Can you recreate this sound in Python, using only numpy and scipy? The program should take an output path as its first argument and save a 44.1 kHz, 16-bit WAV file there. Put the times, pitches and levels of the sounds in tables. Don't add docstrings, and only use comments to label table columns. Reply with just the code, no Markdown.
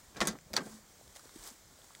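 import sys
import numpy as np
from scipy import signal
from scipy.fft import rfft, irfft
from scipy.io import wavfile
from scipy.ndimage import uniform_filter1d

SR = 44100
rng = np.random.default_rng(int(sys.argv[2]) if len(sys.argv) > 2 else 0)


def to_wav(s):
    ch = np.atleast_2d(s).T
    pcm = np.round(np.clip(ch, -1, 1) * 32767)
    wavfile.write(sys.argv[1], SR, pcm.astype(np.int16))


def gain_from_db(level_db):
    decades = np.asarray(level_db, float) / 20
    return 10 ** decades


N = 88200


def evened(x):
    return x / np.sqrt(np.mean(x ** 2) + 1e-20)


def add(mix, start_s, sound):
    part = mix[round(start_s * SR):][:len(sound)]
    part += sound[:len(part)]


def slow(rate_hz):
    hz = np.fft.rfftfreq(N, 1 / SR)
    smooth = (hz > 0) / (1 + (hz / rate_hz) ** 4)
    return evened(irfft(rfft(rng.standard_normal(N)) * smooth, N))


def coloured(x, points):
    hz = np.fft.rfftfreq(N, 1 / SR)
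    f, db = np.transpose(points)
    gain_db = np.interp(np.log(hz + 1), np.log(f + 1), db)
    return evened(irfft(rfft(x) * gain_from_db(gain_db), N))


def air():
    # f/Hz, level/dB
    air_colour = [(20, -5.5), (60, -0.5), (250, -6.5), (700, -11), (2000, -14.5), (3500, -17), (7500, -13),
                  (11000, -25), (16000, -19.5)]
    patch_db, swell_db, air_db = 1.12, 1.1, -61
    noise = coloured(rng.standard_normal(N), air_colour)
    _, _, z = signal.stft(noise, SR, nperseg=1024, noverlap=768)
    patches = uniform_filter1d(rng.standard_normal(z.shape), 12, 0)
    patches = evened(uniform_filter1d(patches, 12, 1))
    hiss = signal.istft(z * gain_from_db(patch_db * patches), SR, nperseg=1024, noverlap=768)[1][:N]
    return gain_from_db(air_db + swell_db * np.tanh(slow(9.9))) * evened(hiss)


def wind_and_grip():
    wind_db, wind_hz, lump_db = -79, 71.4, 1
    grip_db, grip_until_s = 10, 0.53
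    grip = grip_db / (1 + (np.arange(N) / SR / grip_until_s) ** 8)
    return gain_from_db(wind_db + grip + lump_db * slow(2.3)) * slow(wind_hz)


def cloth():
    # t/s, level/dB
    rustle = [(0, -65), (.55, -71), (.66, -56), (.77, -59), (.82, -69), (1.143, -61.5), (1.162, -52.5),
              (1.186, -60), (1.33, -62), (1.36, -55.5), (1.39, -57), (1.45, -51.5), (1.48, -50.5),
              (1.51, -55), (1.54, -60), (1.62, -69), (1.85, -61.5), (2, -61.5)]
    # f/Hz, level/dB
    cloth_colour = [(100, -16.5), (300, -6.5), (1000, -2.5), (2500, -8.5), (5200, -5.5), (8000, -2.5),
                    (11000, -13), (16000, -14)]
    fibres_per_s, fibre_db = 3500, 1.5
    caught = rng.random(N) < fibres_per_s / SR
    strength = gain_from_db(fibre_db * np.minimum(rng.exponential(1, N), 4))
    snaps = caught * strength * rng.standard_normal(N)
    rub = 0.478 * rng.standard_normal(N)
    s, db = np.transpose(rustle)
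    movement_db = np.interp(np.arange(N) / SR, s, db) + 2 * np.tanh(slow(57))
    return coloured(snaps + rub, cloth_colour) * gain_from_db(movement_db)


def tap(db, hz, cycles):
    t = np.arange(-4000, 4000) / SR
    return gain_from_db(db) * np.sin(2 * np.pi * hz * t) * np.exp(-(2 * t * hz / cycles) ** 2)


def taps(rows):
    lead_s = .1
    layer = np.zeros(N + SR)
    for start_s, db, hz, cycles in rows:
        add(layer, start_s - 4000 / SR + lead_s, tap(db, hz, cycles))
    return layer[round(lead_s * SR):][:N]


def loose_ticks():
    # t/s, level/dB, f/Hz, length/cycles
    ticks = [(.388, -43, 2100, 1.6), (.388, -45, 6000, 2), (.412, -49, 7200, 6), (.313, -43, 4500, 4),
             (1.013, -48, 580, 1.5), (1.076, -54, 500, 1.6), (1.163, -50, 700, 2), (1.196, -52, 1250, 3),
             (1.242, -58, 700, 1.6), (1.258, -47, 380, 1.4), (1.362, -41, 300, 1.6), (1.819, -49, 3400, 4),
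             (1.907, -47, 1050, 1.8), (1.951, -44, 2000, 2.6), (1.951, -42, 3500, 3),
             (1.459, -51, 650, 1.2), (.215, -44, 50, 1.6), (.295, -50, 50, 2.2), (.525, -50, 65, 1.3),
             (.085, -56, 60, 1.4), (1.371, -52, 330, 2), (1.233, -57, 450, 1.5), (1.172, -54, 550, 2),
             (.425, -58, 155, 3), (.130, -58, 270, 2.1), (1.41, -57, 38, 2.2), (1.09, -58, 75, 2.2),
             (1.79, -56, 600, 2.5), (1.52, -56, 230, 3), (.385, -58, 140, 3), (.468, -52, 150, 2),
             (.79, -56, 500, 3), (.669, -44, 480, 3.5), (.728, -54, 700, 1.2)]
    return taps(ticks)


def skin_knocks():
    # t/s, level/dB, f/Hz, length/cycles
    knocks = [(0.181, -47.5, 266, 3.2), (.214, -39, 390, 4.4), (.275, -37, 270, 2.7),
              (.292, -33.5, 196.3, 3.66), (.315, -42, 234, 2.65), (.343, -49, 155, 3.13),
              (.355, -45, 299.5, 2.75), (.355, -47, 1093, 2.83), (.540, -38.5, 676, 3.42),
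              (.550, -42, 550, 6), (.578, -36, 430, 3.9), (.597, -40.5, 552, 4.5),
              (.609, -37.5, 254.3, 2.58), (.621, -38, 193.5, 2.74), (0.661, -44.5, 200.5, 2.64),
              (0.677, -50.5, 149.2, 2.2), (.74, -55, 219.1, 24.8), (0.611, -41, 1194, 6.5)]
    return taps(knocks)


def metal_spikes():
    # t/s, level/dB, f/Hz, length/cycles
    spikes = [(.5668, -18, 4550, 9), (.5667, -23, 6000, 7), (.5668, -27, 8000, 8), (.5667, -26, 1900, 2.5),
              (.5668, -31, 12500, 6), (.2726, -25, 8500, 5), (.2728, -30, 13000, 8), (.2140, -27, 2900, 3),
              (.2160, -29, 4300, 4), (.2542, -38, 6800, 5), (.2050, -28, 5200, 3), (.5385, -35, 4800, 5),
              (1.478, -47, 5200, 14), (1.294, -53, 1300, 2), (1.294, -54, 4000, 3)]
    return taps(spikes)


def crowd(t, lo_hz, hi_hz, db, t60):
    band = signal.butter(2, [lo_hz, min(hi_hz, SR / 2.1)], "band", fs=SR, output="sos")
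    return evened(signal.sosfilt(band, rng.standard_normal(len(t)))) * gain_from_db(db - 60 * t / t60)


def short_snaps():
    # t/s, low f/Hz, high f/Hz, level/dB, 60 dB fade/s
    snap_table = [(0.24, 3500, 15000, -57, 0.018), (.2128, 1700, 4200, -28, 0.03),
                  (.2722, 7000, 11000, -27, 0.025), (.278, 7200, 16000, -37.5, 0.037),
                  (0.5585, 3800, 8700, -48, 0.038), (.5685, 3200, 4300, -30, 0.04),
                  (.566, 6200, 20000, -40, 0.031), (.533, 9000, 16000, -46, .04),
                  (1.9505, 5500, 10300, -46, 0.011), (1.293, 900, 6000, -54, 0.018),
                  (1.154, 1500, 10000, -50, .02), (1.160, 1000, 9000, -48, .03),
                  (1.168, 1500, 10000, -48, .02), (1.194, 900, 9000, -51, .025),
                  (1.437, 4000, 9000, -48, .04), (1.474, 4500, 14000, -46, .06),
                  (1.503, 5000, 9000, -49, .03), (1.254, 1500, 9000, -54, .02),
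                  (1.078, 3000, 8000, -52, .01), (.575, 3200, 7500, -36, .02)]
    layer = np.zeros(N)
    for start_s, *band in snap_table:
        add(layer, start_s, crowd(np.arange(4000) / SR, *band))
    return layer


def ring(modes, dense, t):
    spread_db, detune = 2.2, .012
    hz, db, t60 = np.transpose(modes)[:, :, None]
    luck = rng.standard_normal((2, len(modes), 1))
    fade = gain_from_db(db + spread_db * luck[0] - 60 * t / t60)
    tones = fade * np.sin(2 * np.pi * hz * (1 + detune * luck[1]) * t)
    return (tones.sum(0) + crowd(t, *dense)) / np.sqrt(len(modes))


def chatter(rattle_s):
    clicks_per_s, click_db, first = 1800, 2, 5.3
    u = np.arange(1400) / SR
    draw = rng.random((2, 1400))
    strength = gain_from_db(-click_db * np.log(draw[1] + .1))
    clicks = (draw[0] < clicks_per_s / SR) * strength * np.exp(-(u / rattle_s) ** 2)
    clicks[0] = first
    return clicks * rng.choice([-1., 1.], 1400) / np.linalg.norm(clicks)


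def blow(start_s, panel_db, link_db, metal_db, rattle_s):
    # f/Hz, level/dB, 60 dB fade/s
    panel = [(153.4, -7.5, 0.199), (206.2, 1, 0.148), (216.13, -9.5, 0.698), (263.4, -2.5, 0.165),
             (366.75, 1, 0.128), (409.3, -5, 0.176), (505.5, -8, 0.099), (610, -12, 0.127)]
    linkage = [(718.8, -13.5, 0.286), (862.7, -3.5, 0.075), (997, -13.5, 0.117), (1119.7, -0.5, 0.0955),
               (1288.3, 5.5, 0.063), (1377.3, 2, 0.076), (1557.5, -3, 0.179), (1647, 0.5, 0.092),
               (1825.4, -4, 0.109), (1996.4, -5.5, 0.138), (2318, -17.5, 0.03)]
    metal = [(3100, -12, .05), (3800, -7, .06), (4390, -8, .06), (4900, -10, .06), (5670, -11, .05),
             (6040, -11, .05), (6500, -12, .05), (6900, -12, .05), (7340, -8, .055), (8120, -11, .05),
             (8550, -12, .05), (9250, -17, .04)]
    # low f/Hz, high f/Hz, level/dB, 60 dB fade/s
    crowds = [
        (137.7, 682.5, 4.5, 0.1583),
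        (625, 2800, 7.5, 0.0748),
        (3527, 7400, 9, 0.0765),
    ]
    # low f/Hz, high f/Hz, level/dB, 60 dB fade/s
    crack = (1777, 6740, 5.69, 0.0151)
    held_until_s, held_db_per_s, skin_rise_s = .4, 200, 0.00268
    t = np.arange(SR // 2) / SR
    clicks = chatter(rattle_s)
    held = gain_from_db(-held_db_per_s * t * (start_s < held_until_s))
    skin = gain_from_db(panel_db) * ring(panel, crowds[0], t) * (1 - np.exp(-t / skin_rise_s)) * held
    rods = gain_from_db(link_db) * ring(linkage, crowds[1], t)
    latch = gain_from_db(metal_db) * (ring(metal, crowds[2], t) + crowd(t, *crack))
    return skin + signal.fftconvolve(clicks, rods + latch)[:len(t)]


def door_blows():
    # t/s, skin level/dB, rods level/dB, latch level/dB, rattle length/s
    blow_table = [(0.147, -52, -57.5, -61, 0.0058), (.161, -45.5, -46.5, -59.5, 0.0135),
                  (0.168, -39.5, -50, -49, 0.0093), (0.183, -43.5, -47.5, -62, 0.0104),
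                  (0.2048, -50.5, -30.5, -33.5, 0.00426), (0.2128, -25.5, -26.5, -36.5, 0.00352),
                  (.218, -31, -28.5, -36, 0.00904), (0.239, -35, -58, -49, 0.0155),
                  (0.253, -33.5, -39.5, -44, 0.0153), (0.272, -34, -34.5, -30.5, 0.0118),
                  (0.284, -40.5, -46.5, -37.5, 0.0071), (0.302, -39, -49, -48.5, 0.0237),
                  (0.329, -41, -55, -61.5, 0.007), (0.353, -46, -55, -80, 0.00122),
                  (0.467, -58.5, -84, -82, 0.0062), (0.501, -48.5, -65.5, -84, 0.024),
                  (0.5327, -41.5, -47, -43.5, 0.0063), (0.538, -41.5, -43, -40, 0.0034),
                  (0.5574, -66.5, -48.5, -46.5, 0.015), (0.5646, -61, -41.5, -37, 0.0028),
                  (0.5662, -51, -34, -32.5, 0.00224), (0.5746, -34.5, -30, -46, 0.00403),
                  (0.605, -39.5, -46.5, -53.5, 0.0165), (0.661, -41.5, -57, -78, 0.016),
                  (.727, -53, -61.5, -74, 0.0021)]
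    layer = np.zeros(N)
    for start_s, *settings in blow_table:
        add(layer, start_s, blow(start_s, *settings))
    return layer


def scene():
    bass_cut = signal.butter(4, 97, "high", fs=SR, output="sos")
    door = signal.sosfilt(bass_cut, door_blows() + short_snaps())
    small_taps = loose_ticks() + skin_knocks() + metal_spikes()
    quiet = small_taps + cloth() + wind_and_grip() + air()
    edge_hz, edge_db = 15850, -40
    hz = np.fft.rfftfreq(N, 1 / SR)
    quiet = irfft(rfft(quiet) * gain_from_db(edge_db * (hz > edge_hz)), N)
    return (door + quiet)[None]


def roll_off(x):
    return signal.sosfilt(signal.butter(12, 16670, fs=SR, output="sos"), x)


def record(dry):
    notch_hz, notch_width_hz, notch_depth = 2720, 330, .45
    hz = np.fft.rfftfreq(N, 1 / SR)
    dip = 1 - notch_depth * np.exp(-((hz - notch_hz) / notch_width_hz) ** 2)
    heard = irfft(rfft(dry) * dip * (hz > 15) * (hz < 16600), N)
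    return roll_off(heard)


dry = scene()
out = record(dry)
to_wav(out)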